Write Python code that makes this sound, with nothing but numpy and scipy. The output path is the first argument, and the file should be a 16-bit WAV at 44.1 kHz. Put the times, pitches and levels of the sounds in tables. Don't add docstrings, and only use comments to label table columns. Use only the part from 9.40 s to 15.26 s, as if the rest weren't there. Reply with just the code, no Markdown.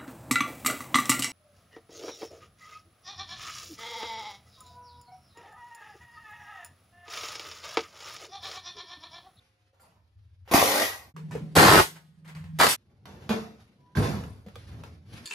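import sys
import numpy as np
from scipy import signal
from scipy.fft import rfft, irfft, next_fast_len
from scipy.io import wavfile
from scipy.ndimage import uniform_filter1d

SR = 44100
rng = np.random.default_rng(int(sys.argv[2]) if len(sys.argv) > 2 else 0)


def unload_audio(sound):
    columns = np.transpose(np.atleast_2d(sound))
    steps = np.round(np.clip(columns, -1, 1) * 32767)
    wavfile.write(sys.argv[1], SR, steps.astype(np.int16))


N = 258293
SIZE = next_fast_len(N + SR)
HZ = np.maximum(np.arange(SIZE // 2 + 1) * SR / SIZE, 1.)
T = np.arange(N) / SR

# start_s, hum_db, rumble_db, rustle_db
CABIN_LEVELS = [(0, -66, -75, -67.5), (0.35, -71, -91, -74.5), (0.45, -65, -64, -69),
                (0.65, -59, -76, -77.5), (1.0, -51.5, -93, -75), (1.72, -57.5, -59, -101),
                (1.85, -73, -56, -67), (1.95, -67, -35.5, -63.5), (2.14, -58, -50.5, -62),
                (2.55, -68.5, -72.5, -66), (2.7, -70.5, -78, -73.5), (2.88, -62, -61, -73),
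                (3.06, -44, -71, -81.5), (3.18, -53.5, -60, -61), (3.39, -60.5, -64.5, -73),
                (3.6, -60.5, -60, -76.5), (3.82, -47.5, -45.5, -65), (4.1, -62, -55.5, -74),
                (4.22, -55, -69, -60.5), (4.33, -63.5, -61, -72), (4.5, -67.5, -58.5, -71.5),
                (5.03, -50, -73, -74.5), (5.2, -44.5, -57.5, -53.5), (5.4, -39.5, -43, -58.5),
                (5.65, -51, -59, -69), (5.74, -36, -48, -46), (5.86, -60, -48, -48.5)]
# start_s, hum_db, rumble_db, scuff_db, rise_s, t60_s
FLOOR_STEPS = [(3.89, -59, -40, -59, 0.015, 0.74), (4.555, -18, -14.5, -65, 0.037, 0.68)]
# pitch_hz, width_hz, relative_db
HUM_MODES = [(73, 22, -5.5), (101, 17, -3.5)]
# pitch_hz, width_hz, relative_db
RUMBLE_MODES = [(128, 67, -1), (221, 194.5, 1), (276, 267, -2.5)]
# pitch_hz, relative_db_per_hz
RUSTLE_SPECTRUM = [(150, -4), (300, -8.5), (600, -12), (2000, -11.5), (4800, -16), (7500, -26.5),
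                   (10000, -22.5), (12500, -31), (14500, -50)]
# start_s, end_s, pitch_hz, level_db
FAINT_TONES = [(-.1, .36, 533, -81), (-.1, .4, 721, -82), (4.375, 4.55, 985, -70)]

# start_s, click_db, then tail_db, thump_db, ring_db (re click), t60_s, ring_hz
HOSE_BUMPS = [(0.332, -80, 13, 4, 22, 0.5, 540), (0.396, -63, 3, -8, 2, 0.27, 1380),
              (0.431, -70, 12, -4, 16, 0.6, 920), (0.55, -82, 14, -15, 12, 0.5, 900)]
# start_s, click_db, tail_db, thump_db, ring_db, t60_s, ring_hz
ROOF_TAPS = [(1.052, -68, 6.5, -12.5, -10, 1.2, 1900), (1.076, -48.5, 3.5, -5, 13, 1.2, 810),
             (1.764, -43, -5, -2.5, 14.5, 0.25, 1160), (1.91, -41.5, 0.5, -7.5, 10.5, 0.37, 1030),
             (1.952, -38, -10.5, 5, 9, 0.17, 650), (2.556, -50, 8, -12, -15.5, 0.13, 1042),
             (2.846, -58, 7.5, -11, -13, 0.24, 1080), (2.877, -46.5, 4.5, -22, -15, 0.21, 1030),
             (2.95, -44.5, -2, -18, 2, 0.37, 4700), (3.041, -46.5, -8.5, -19, -8, 0.4, 1040)]
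# start_s, click_db, tail_db, thump_db, ring_db, t60_s, ring_hz
FLOOR_KNOCKS = [(3.498, -72, 4, 10, -5, 0.35, 1850), (3.655, -38.5, -8, -11.5, -30, 1, 1400),
                (3.809, -55, 4.5, -13, -12, 0.89, 2060), (3.892, -25, -0.5, -1, -8, 0.46, 1220),
                (4.551, -44, 14, -7, 15.5, 0.4, 1600), (4.57, -29.5, 0, 3, 11.5, 0.35, 1590),
                (4.624, -34.5, 7.5, -4, 7, 0.64, 1510), (4.837, -41.5, -18, -7, -9, 0.12, 2900),
                (5.063, -51.5, 4, 23, 14, 0.071, 514), (5.084, -45.5, -4.5, -7, -19.5, 0.15, 1390),
                (5.156, -37, -12.5, -16, -6, 0.11, 3420), (5.317, -54.5, 2, -13, 0.5, 0.44, 1970),
                (5.436, -38.5, -7, -24, 0.5, 0.31, 1360)]
# pitch_hz, relative_db_per_hz
BUMP_SPECTRUM = [(300, -14), (600, -3), (950, 0), (1500, -11), (3000, -19), (10000, -30)]
# pitch_hz, relative_db_per_hz
TAP_SPECTRUM = [(300, -14.5), (700, -6), (1100, -3.5), (2000, -4), (5000, -17.5), (10000, -23.5),
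                (14500, -26)]
# pitch_hz, relative_db_per_hz
KNOCK_SPECTRUM = [(200, -6.5), (400, 3.5), (900, 0), (1600, -6), (3500, -12.5), (6000, -17.5), (9000, -27),
                  (12500, -22.5), (14000, -47)]
# pitch_hz, width_hz, relative_db
PANEL_MODES = [(540, 30, -0.5), (714, 36, 1), (920, 52, 1), (1390, 43, -4.5), (2200, 61, -8.5)]
# pitch_hz, width_hz, relative_db
FLOOR_MODES = [(484, 9, -12.5), (787, 17, 11), (1010, 18, -17.5), (1560, 44, -7), (2450, 35, -29),
               (2750, 37, -3), (3420, 170, -4)]
# pitch_hz, width_hz, relative_db
FITTING_MODES = [(4200, 390, 2.5), (10400, 240, -5.5), (12300, 300, -2.5)]
# start_s, level_db, t60_s
TRIM_JOLTS = [(0.398, -55.5, 0.27), (3.895, -63, 0.28), (4.56, -41.5, 0.82)]
# pitch_hz, width_hz, relative_db
TRIM_MODES = [(4710, 110, 6), (7340, 190, 4), (9320, 86, 13), (12660, 120, 4)]

# air_opens_s, first_blow_s, last_blow_s
TRIGGER_TIMES = [(1.113, 1.136, 1.432), (2.153, 2.164, 2.402), (3.188, 3.2005, 3.276)]
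# strokes_per_s, return_stroke_db, clean_share (0-1), dent_hz, lead_in_db (before each
# layer's share), lead_in_rise_db_per_s
BURST_SETTINGS = [(99.2, -11, 0.56, 770, -29.5, 15.5), (93.65, -0.5, 0.61, 1050, -27, 499.5),
                  (91.95, -0.5, 0.74, 1200, -30, 398)]
# pitch_hz, width_hz, relative_db
ROOF_MODES = [(464, 63, -2.5), (861, 54, 0), (900, 32, -3.5), (1176, 71, 4), (1220, 220, -6),
              (2090, 87, -8.5), (2540, 120, -2.5)]
# pitch_hz, relative_db_per_hz
FIRST_SPECTRUM = [(150, -43), (250, -5), (378, -6), (524, -0.5), (800, 5.5), (1660, -8.5), (1930, -5),
                  (5000, -48.5), (6500, -41.5), (11000, -120)]
SECOND_SPECTRUM = [(150, -20), (250, -7), (726, -6.5), (1140, -5.5), (1700, -7.5), (3990, -13.5),
                   (5000, -16.5), (6500, -45), (11000, -120)]
THIRD_SPECTRUM = [(150, -39.5), (250, -18), (579, 0.5), (656, -1), (1340, -3), (2570, -5.5), (5000, -8),
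                  (6500, -43.5), (11000, -120)]
# pitch_hz, width_hz, relative_db
SHEET_BANDS = [
    [(274, 33, -10.5), (407, 31, -6.5), (529, 30, 5.5), (635, 20, -13), (780, 25, 0.5), (920, 12, -11),
     (1738, 50, -3.5), (2100, 50, 0)],
    [(270, 35, -3.5), (466, 32, -4.5), (860, 36, -4.5), (964, 40, 1.5), (1186, 18, 4), (1295, 20, 3.5),
     (1370, 45, -0.5)],
    [(690, 25, -1), (981, 61, 6), (1370, 80, -2.5), (2180, 130, -7.5)],
]
SHEET_BAND_DB = [-10, -7, -6]
# pitch_hz, width_hz, relative_db
BOOM_MODES = [(96, 250, -3.5), (139, 100, 2.5), (181, 51, -0.5), (286, 120, -1.5)]
# pitch_hz, relative_db_per_hz
AIR_SPECTRUM = [(300, -30.5), (1000, -0.5), (2000, -0.5), (4500, -1), (7000, -4), (11000, -4.5),
                (14500, -6), (16000, -20.5)]
# settled_db, first_blows_extra_db, t60_s (after the last blow)
ROOF_EFFORT = [(-35.5, 17.5, 0.56), (-17, 2, 0.095), (-28.5, 11.5, 0.3)]
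BOOM_EFFORT = [(-49.5, 24.5, 0.31), (-20, 1, 0.06), (-29, -14, 0.31)]
AIR_EFFORT = [(-25, 9.9, 0.41), (-20, 2.7, 0.22), (-19, 2, 0.65)]
# start_s, peak_db (before decay), settled_hz, decay_s
FALLING_TONES = [(1.114, -20, 328, 0.0092), (1.1365, -9.5, 690, 0.0023), (1.1445, -2.5, 250, 0.0043),
                 (1.2265, -3.5, 509, 0.0035), (1.952, -23.5, 403, .014), (2.171, -7, 384, .003),
                 (2.2015, -7.5, 328.5, .003), (2.2132, -6.5, 299.4, 0.0025), (3.201, -8, 900, .004),
                 (3.2433, -8.5, 1250, .002), (4.586, -15, 139, 0.0092), (5.162, -37.5, 478, 0.0044)]
DRONE_MULTIPLES = [-52, -47, -40, -47, -45, -41, -39, -36, -41, -43, -40, -46, -45, -41]
# start_s, level_db
COMPRESSOR_LEVELS = [(1.74, -52.5), (1.783, -36.5), (2.0, -36), (2.3, -37.5), (2.5, -54.5), (2.82, -53.5),
                     (2.95, -39), (3.2, -39.5), (3.3, -59.5)]
# pitch_hz, width_hz, relative_db
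TANK_MODES = [(161.1, 7, 8), (204, 94, -14.5), (101.5, 9.4, -22)]
# pitch_hz, level_db
MOTOR_TONES = [(1247, -82), (1867, -86)]
# pitch_hz, relative_db, t60_s
FRAME_MODES = [(221, -1.5, .5), (447, -2, .4), (877, -5, .25), (1174, -13, .2), (1308, -14, .2),
               (1529, -12, .14), (2250, -17, .16), (2449, -14, .18), (2690, -14, .15), (2869, -17, .15),
               (3252, -15, .14), (3537, -15, .14), (3978, -16, .13)]
# start_s, level_db
FRAME_KICKS = [(3.893, -26), (3.906, -25)]

# back_s, full_s, fade_starts_s, silent_s, phase_column
HEARD_STRETCHES = [(-1, -.5, 1.69, 1.73, 1), (1.73, 1.75, 3.33, 3.365, 2), (3.35, 3.38, 6, 7, 1)]
# pitch_hz, likeness (-1 to 1)
PORT_LIKENESS = [(60, .975), (250, .9), (450, .74), (750, .45), (1200, .1), (2200, 0), (4000, .05),
                 (6000, .42), (8000, .75), (9000, .72), (12000, .5), (15000, .8)]
# pitch_hz, outer_stretches_rad, middle_stretch_rad
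PORT_PHASE = [(0, 0, 0), (1300, 0, 0), (3600, .5, -.5), (5000, .5, .5), (6700, -1.1, .5), (7750, -3.14, 0),
              (8900, -3.14, .5), (11100, -6.2, -1), (13000, -6.4, -1), (14600, -9.2, -3),
              (16000, -9.5, -3.2)]

SETTLE_S, BITE_S = 0.11, 0.0022
LEAD_ROOF_DB, LEAD_BOOM_DB, LEAD_AIR_DB = 2.5, -7, 0.5
LINGER_DB, LINGER_T60_S = -21.5, 0.49
REBOUND_S, REBOUND_DB, REBOUND_PITCH = 0.00454, -4, .72
DENT_S, DENT_SCATTER, DENT_SAG = .0019, .16, .3
WHISTLE_HZ, WHISTLE_WIDTH_HZ = 1918, 70
WHISTLE_DB, WHISTLE_RISE_DB_S, WHISTLE_T60_S = -26, 70, .36
CYCLE_HZ = 49.9
DRONE_DB, DRONE_FROM_S, DRONE_RISE_S, DRONE_T60_S = 1.5, 1.2, .06, 0.19
PISTON_HZ = 22.38
FRAME_RATTLE_DB = 3.5
CABIN_T60_S, CABIN_WET_DB = 0.12, -5.5
TOP_HZ = 15800


def undb(db):
    return 10 ** (np.asarray(db) / 20)


def unit(x):
    return x / np.sqrt(np.mean(x ** 2))


def along(table):
    points = np.array(table)
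    return np.interp(np.log(HZ), np.log(np.maximum(points[:, 0], 1.)), points[:, 1])


def ring(x, modes):
    gain = 0
    for k, (hz, width, db) in enumerate(modes):
        band = 1j * HZ * width
        gain = gain + (-1) ** k * undb(db) * band / (hz ** 2 - HZ ** 2 + band)
    return irfft(rfft(x, SIZE) * gain, SIZE)[:len(x)]


def colour(x, table):
    cepstrum = irfft(along(table) * np.log(10) / 20, SIZE)
    cepstrum[1:SIZE // 2] *= 2
    cepstrum[SIZE // 2 + 1:] = 0
    return irfft(rfft(x, SIZE) * np.exp(rfft(cepstrum)), SIZE)[:len(x)]


def shaped(x, table):
    return colour(x, table) / np.std(colour(rng.standard_normal(N), table))


def gains(table, column):
    points = np.array(table)
    return undb(np.interp(T, points[:, 0], points[:, column], -200, -200))


def walk(rate):
    hold = int(SR / rate)
    held = np.repeat(rng.standard_normal(N // hold + 1), hold)
    return np.sqrt(3 / 2) * uniform_filter1d(held, hold)[:N]


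def dying(since, t60):
    return undb(-60 * np.maximum(since, 0) / max(t60, .01))


def restless(column):
    level = gains(CABIN_LEVELS, column)
    for step in FLOOR_STEPS:
        since = T - step[0]
        level = level + undb(step[column]) * np.tanh(np.maximum(since, 0) / step[4]) * dying(since, step[5])
    return level


def cabin():
    hum = unit(ring(ring(rng.standard_normal(N), HUM_MODES), [(86, 160, 0)]))
    rumble = unit(ring(ring(rng.standard_normal(N), RUMBLE_MODES), [(200, 750, 0)]))
    rustle = unit(colour(rng.standard_normal(N), RUSTLE_SPECTRUM)) * undb(2 * walk(70))
    return hum * restless(column=1) + rumble * restless(column=2) + rustle * restless(column=3)


def tones():
    out = np.zeros(N)
    for start, end, hz, db in FAINT_TONES:
        edges = np.clip(np.minimum(T - start, end - T) / 0.015, 0, 1)
        out += np.sqrt(2) * np.sin(2 * np.pi * hz * T) * undb(db + 2 * walk(20)) * edges
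    return out


def strikes(table, body, modes, click_s, thump_hz, thump_width, ring_width):
    click, crack, pitched = np.zeros(N), np.zeros(N), np.zeros(N)
    t = T[:SR]
    for s, db, tail_db, thump_db, ring_db, t60, ring_hz in table:
        i = int(s * SR)
        fade = dying(t, t60)
        noise = rng.standard_normal((2, len(t)))
        boards = [signal.lfilter(*signal.iirpeak(k * thump_hz, thump_hz / thump_width, SR), noise[1])
                  for k in (1, 2.1)]
        thump = unit(boards[0] + undb(-11.5) * boards[1])
        thump = undb(thump_db) * thump * fade * np.tanh(t * thump_hz / 2)
        bell = np.exp(-np.pi * ring_width * t) * np.sin(2 * np.pi * ring_hz * t) * np.tanh(t / 0.00054)
        contact = noise[0] * t / click_s * np.exp(1 - t / click_s)
        tail = noise[0] * fade * np.tanh(t / 0.0085)
        click[i:i + SR] += (undb(db) * contact)[:N - i]
        crack[i:i + SR] += (undb(db + tail_db) * tail)[:N - i]
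        pitched[i:i + SR] += (undb(db) * (thump + undb(ring_db) * bell))[:N - i]
    fittings = undb(-17.5) * ring(crack, FITTING_MODES)
    panels = undb(1.0) * ring(crack, modes)
    return shaped(click, TAP_SPECTRUM) + shaped(crack, body) + fittings + panels + pitched


def bumps():
    return strikes(HOSE_BUMPS, BUMP_SPECTRUM, PANEL_MODES, click_s=0.002, thump_hz=540,
                   thump_width=20, ring_width=14)


def trim():
    shake = np.zeros(N)
    for s, db, t60 in TRIM_JOLTS:
        shake += undb(db) * np.tanh(np.maximum(T - s, 0) / 0.012) * dying(T - s, t60)
    return unit(ring(rng.standard_normal(N), TRIM_MODES)) * shake


def taps():
    return strikes(ROOF_TAPS, TAP_SPECTRUM, PANEL_MODES, click_s=0.00096, thump_hz=456,
                   thump_width=26, ring_width=130)


def effort(rows, lead_db):
    out = []
    for (opens, start, stop), burst, (db, first_db, t60) in zip(TRIGGER_TIMES, BURST_SETTINGS, rows):
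        lead_in_db, rise_db_s = burst[4:]
        since = np.maximum(T - start, 0)
        settling = np.exp(-np.minimum(since, stop - start) / SETTLE_S)
        held = undb(db + first_db * settling) * np.tanh(since / BITE_S)
        decay = np.hypot(dying(T - stop, t60), undb(LINGER_DB) * dying(T - stop, LINGER_T60_S))
        lead = undb(lead_db + lead_in_db + rise_db_s * np.clip(T - opens, 0, start - opens))
        lead = lead * (T > opens) * dying(T - start, 0.018)
        cut = min(silent for _, _, _, silent, _ in HEARD_STRETCHES if silent > start)
        out.append(np.hypot(held * decay, lead) * (T < cut))
    return out


def hammer_blows():
    blows, share, dents = np.zeros(N), np.zeros(N), np.zeros(N)
    t = T[:SR // 20]
    sagging = t * (1 + DENT_SAG * np.exp(-t / DENT_S))
    quivers = (0, 0, 1), (int(REBOUND_S * SR), REBOUND_DB, REBOUND_PITCH)  # delay, dB, pitch ratio
    for (_, start, stop), (rate, back_db, clean, dent_hz, _, _) in zip(TRIGGER_TIMES, BURST_SETTINGS):
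        chance = rng.standard_normal((60, 3))
        k = np.arange(len(chance))
        s = start + (k + .05 * chance[:, 0] * (k > 0)) / rate
        keep = s < stop
        at = (s[keep] * SR).astype(int)
        blows[at] = undb(back_db * (k % 2) + 2.4 * chance[:, 1])[keep]
        for i, hz in zip(at, dent_hz * np.exp(DENT_SCATTER * chance[:, 2])):
            for late, db, pitch in quivers:
                quiver = np.exp(-t / DENT_S) * np.sin(2 * np.pi * pitch * hz * sagging)
                dents[i + late:i + late + len(t)] += blows[i] * undb(db) * quiver
        share += clean * (T > start) * (T < stop + 1 / rate)
    return blows, np.clip(share, 0, 1), dents


def whistle():
    opens, start, stop = TRIGGER_TIMES[0]
    since = T - stop
    level = undb(WHISTLE_DB + WHISTLE_RISE_DB_S * np.minimum(since, 0)) * dying(since, WHISTLE_T60_S)
    sounding = (T > start) * (T < HEARD_STRETCHES[0][3])
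    return unit(ring(rng.standard_normal(N), [(WHISTLE_HZ, WHISTLE_WIDTH_HZ, 0)])) * level * sounding


def hammer():
    blows, share, dents = hammer_blows()
    chatter = signal.lfilter([1], [1, -np.exp(-1 / (0.0037 * SR))], blows)
    contact = chatter / np.sqrt(uniform_filter1d(chatter ** 2, SR // 30) + 1e-6)
    drive = (share * contact + np.sqrt(1 - share ** 2)) * rng.standard_normal(N)
    modes = undb(-8.0) * unit(ring(drive, ROOF_MODES)) + undb(18.0) * share * dents
    spectra = FIRST_SPECTRUM, SECOND_SPECTRUM, THIRD_SPECTRUM
    roof = np.zeros(N)
    for spectrum, bands, band_db, gain in zip(spectra, SHEET_BANDS, SHEET_BAND_DB,
                                              effort(ROOF_EFFORT, LEAD_ROOF_DB)):
        sheet = unit(colour(drive, spectrum)) + undb(band_db) * unit(ring(drive, bands))
        roof += (modes + sheet) * gain
    boom = unit(ring(ring(drive, BOOM_MODES), [(168, 170, 0)])) * sum(effort(BOOM_EFFORT, LEAD_BOOM_DB))
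    puff = 0.5 * share * contact + np.sqrt(1 - (1.3 * share) ** 2)
    flow = sum(effort(AIR_EFFORT, LEAD_AIR_DB))
    air = puff * unit(colour(rng.standard_normal(N), AIR_SPECTRUM)) * flow
    return roof + boom + air + whistle()


def falling_tones():
    out = np.zeros(N)
    for s, db, hz, decay in FALLING_TONES:
        t = np.maximum(T - s, 0)
        fade = np.exp(-t / decay)
        out += undb(db) * fade * np.sin(2 * np.pi * hz * t * (1 + DENT_SAG * fade))
    return out


def drone():
    phase = 2 * np.pi * np.cumsum(CYCLE_HZ * (1 + .002 * walk(8))) / SR
    turns = 2 * np.pi * rng.random(len(DRONE_MULTIPLES))
    stack = np.zeros(N)
    for k, db in enumerate(DRONE_MULTIPLES):
        stack += undb(db + 1.5 * walk(12)) * np.sin((k + 4) * phase + turns[k])
    rise = np.tanh(np.maximum(T - DRONE_FROM_S, 0) / DRONE_RISE_S)
    return undb(DRONE_DB) * np.sqrt(2) * stack * rise * dying(T - TRIGGER_TIMES[0][2], DRONE_T60_S)


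def compressor():
    strokes = np.zeros(N)
    s = np.arange(0, N / SR - 1, 1 / PISTON_HZ)
    chance = rng.standard_normal((len(s), 2))
    at = ((s + .001 * np.abs(chance[:, 0])) * SR).astype(int)
    strokes[at] = undb(2.2 * chance[:, 1])
    throb = unit(ring(ring(strokes, TANK_MODES), [(159, 53, 0)])) * gains(COMPRESSOR_LEVELS, 1)
    motor = sum(undb(db) * np.sin(2 * np.pi * hz * T) for hz, db in MOTOR_TONES)
    return throb + motor * (T > COMPRESSOR_LEVELS[0][0]) * (T < COMPRESSOR_LEVELS[-1][0])


def knocks():
    return strikes(FLOOR_KNOCKS, KNOCK_SPECTRUM, FLOOR_MODES, click_s=0.0013, thump_hz=196.3,
                   thump_width=5.3, ring_width=66)


def frame():
    out = np.zeros(N)
    for s, db in FRAME_KICKS:
        since = np.maximum(T - s, 0)
        for hz, mode_db, t60 in FRAME_MODES:
            flutter = undb(mode_db + FRAME_RATTLE_DB * walk(60))
            out += undb(db) * flutter * dying(since, t60) * np.sin(2 * np.pi * hz * since)
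    return out


def echoes(dry):
    hop, size = 2646, 16384
    starts = [i for i in range(-hop, N, hop) if dry[max(i, 0):i + 2 * hop].any()]
    padded = np.pad(dry, (hop, 2 * hop))
    window = np.sin(np.pi * np.arange(2 * hop) / (2 * hop))
    pieces = np.array([padded[i + hop:i + 3 * hop] for i in starts]) * window
    t = T[:size - 2 * hop]
    tails = rng.standard_normal((2, len(starts), len(t))) * undb(-60 * t / CABIN_T60_S)
    tails /= np.sqrt(np.sum(tails ** 2, axis=2, keepdims=True))
    wet = irfft(rfft(pieces, size) * rfft(tails, size), size)
    out = np.zeros((2, N + hop + size))
    for k, i in enumerate(starts):
        out[:, i + hop:i + hop + size] += wet[:, k]
    return out[:, hop:hop + N]


def ports(dry, column):
    shared, opposed = rfft(echoes(dry), SIZE)
    shared = rfft(dry, SIZE) + undb(CABIN_WET_DB) * shared * HZ / np.hypot(HZ, 250)
    like = np.clip(along(PORT_LIKENESS), -1, 1)
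    shared = shared * np.sqrt((1 + like) / 2)
    opposed = opposed * np.sqrt((1 - like) / 2)
    phase = np.array(PORT_PHASE)
    lead = np.exp(.5j * np.interp(HZ, phase[:, 0], phase[:, column]))
    return irfft(np.array([(shared + opposed) * lead, (shared - opposed) / lead]), SIZE)[:, :N]


def scene():
    dry = cabin() + tones() + bumps() + trim() + taps() + hammer() + falling_tones() + drone()
    dry = dry + compressor() + knocks() + frame()
    heard = 0
    for back, full, fade, silent, column in HEARD_STRETCHES:
        inside = (T >= full - (full - back) / 2) & (T < silent)
        level = np.interp(T, [back, full, fade, silent], [0, 1, 1, 0])
        heard = heard + ports(dry * inside, column) * level
    return heard


def record(dry):
    rounded = np.tanh(1.008 * dry) / 1.342
    x = signal.sosfilt(signal.butter(2, 50, "high", fs=SR, output="sos"), rounded)
    return signal.sosfilt(signal.ellip(8, .2, 70, TOP_HZ, fs=SR, output="sos"), x)


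dry = scene()
out = record(dry)
unload_audio(out)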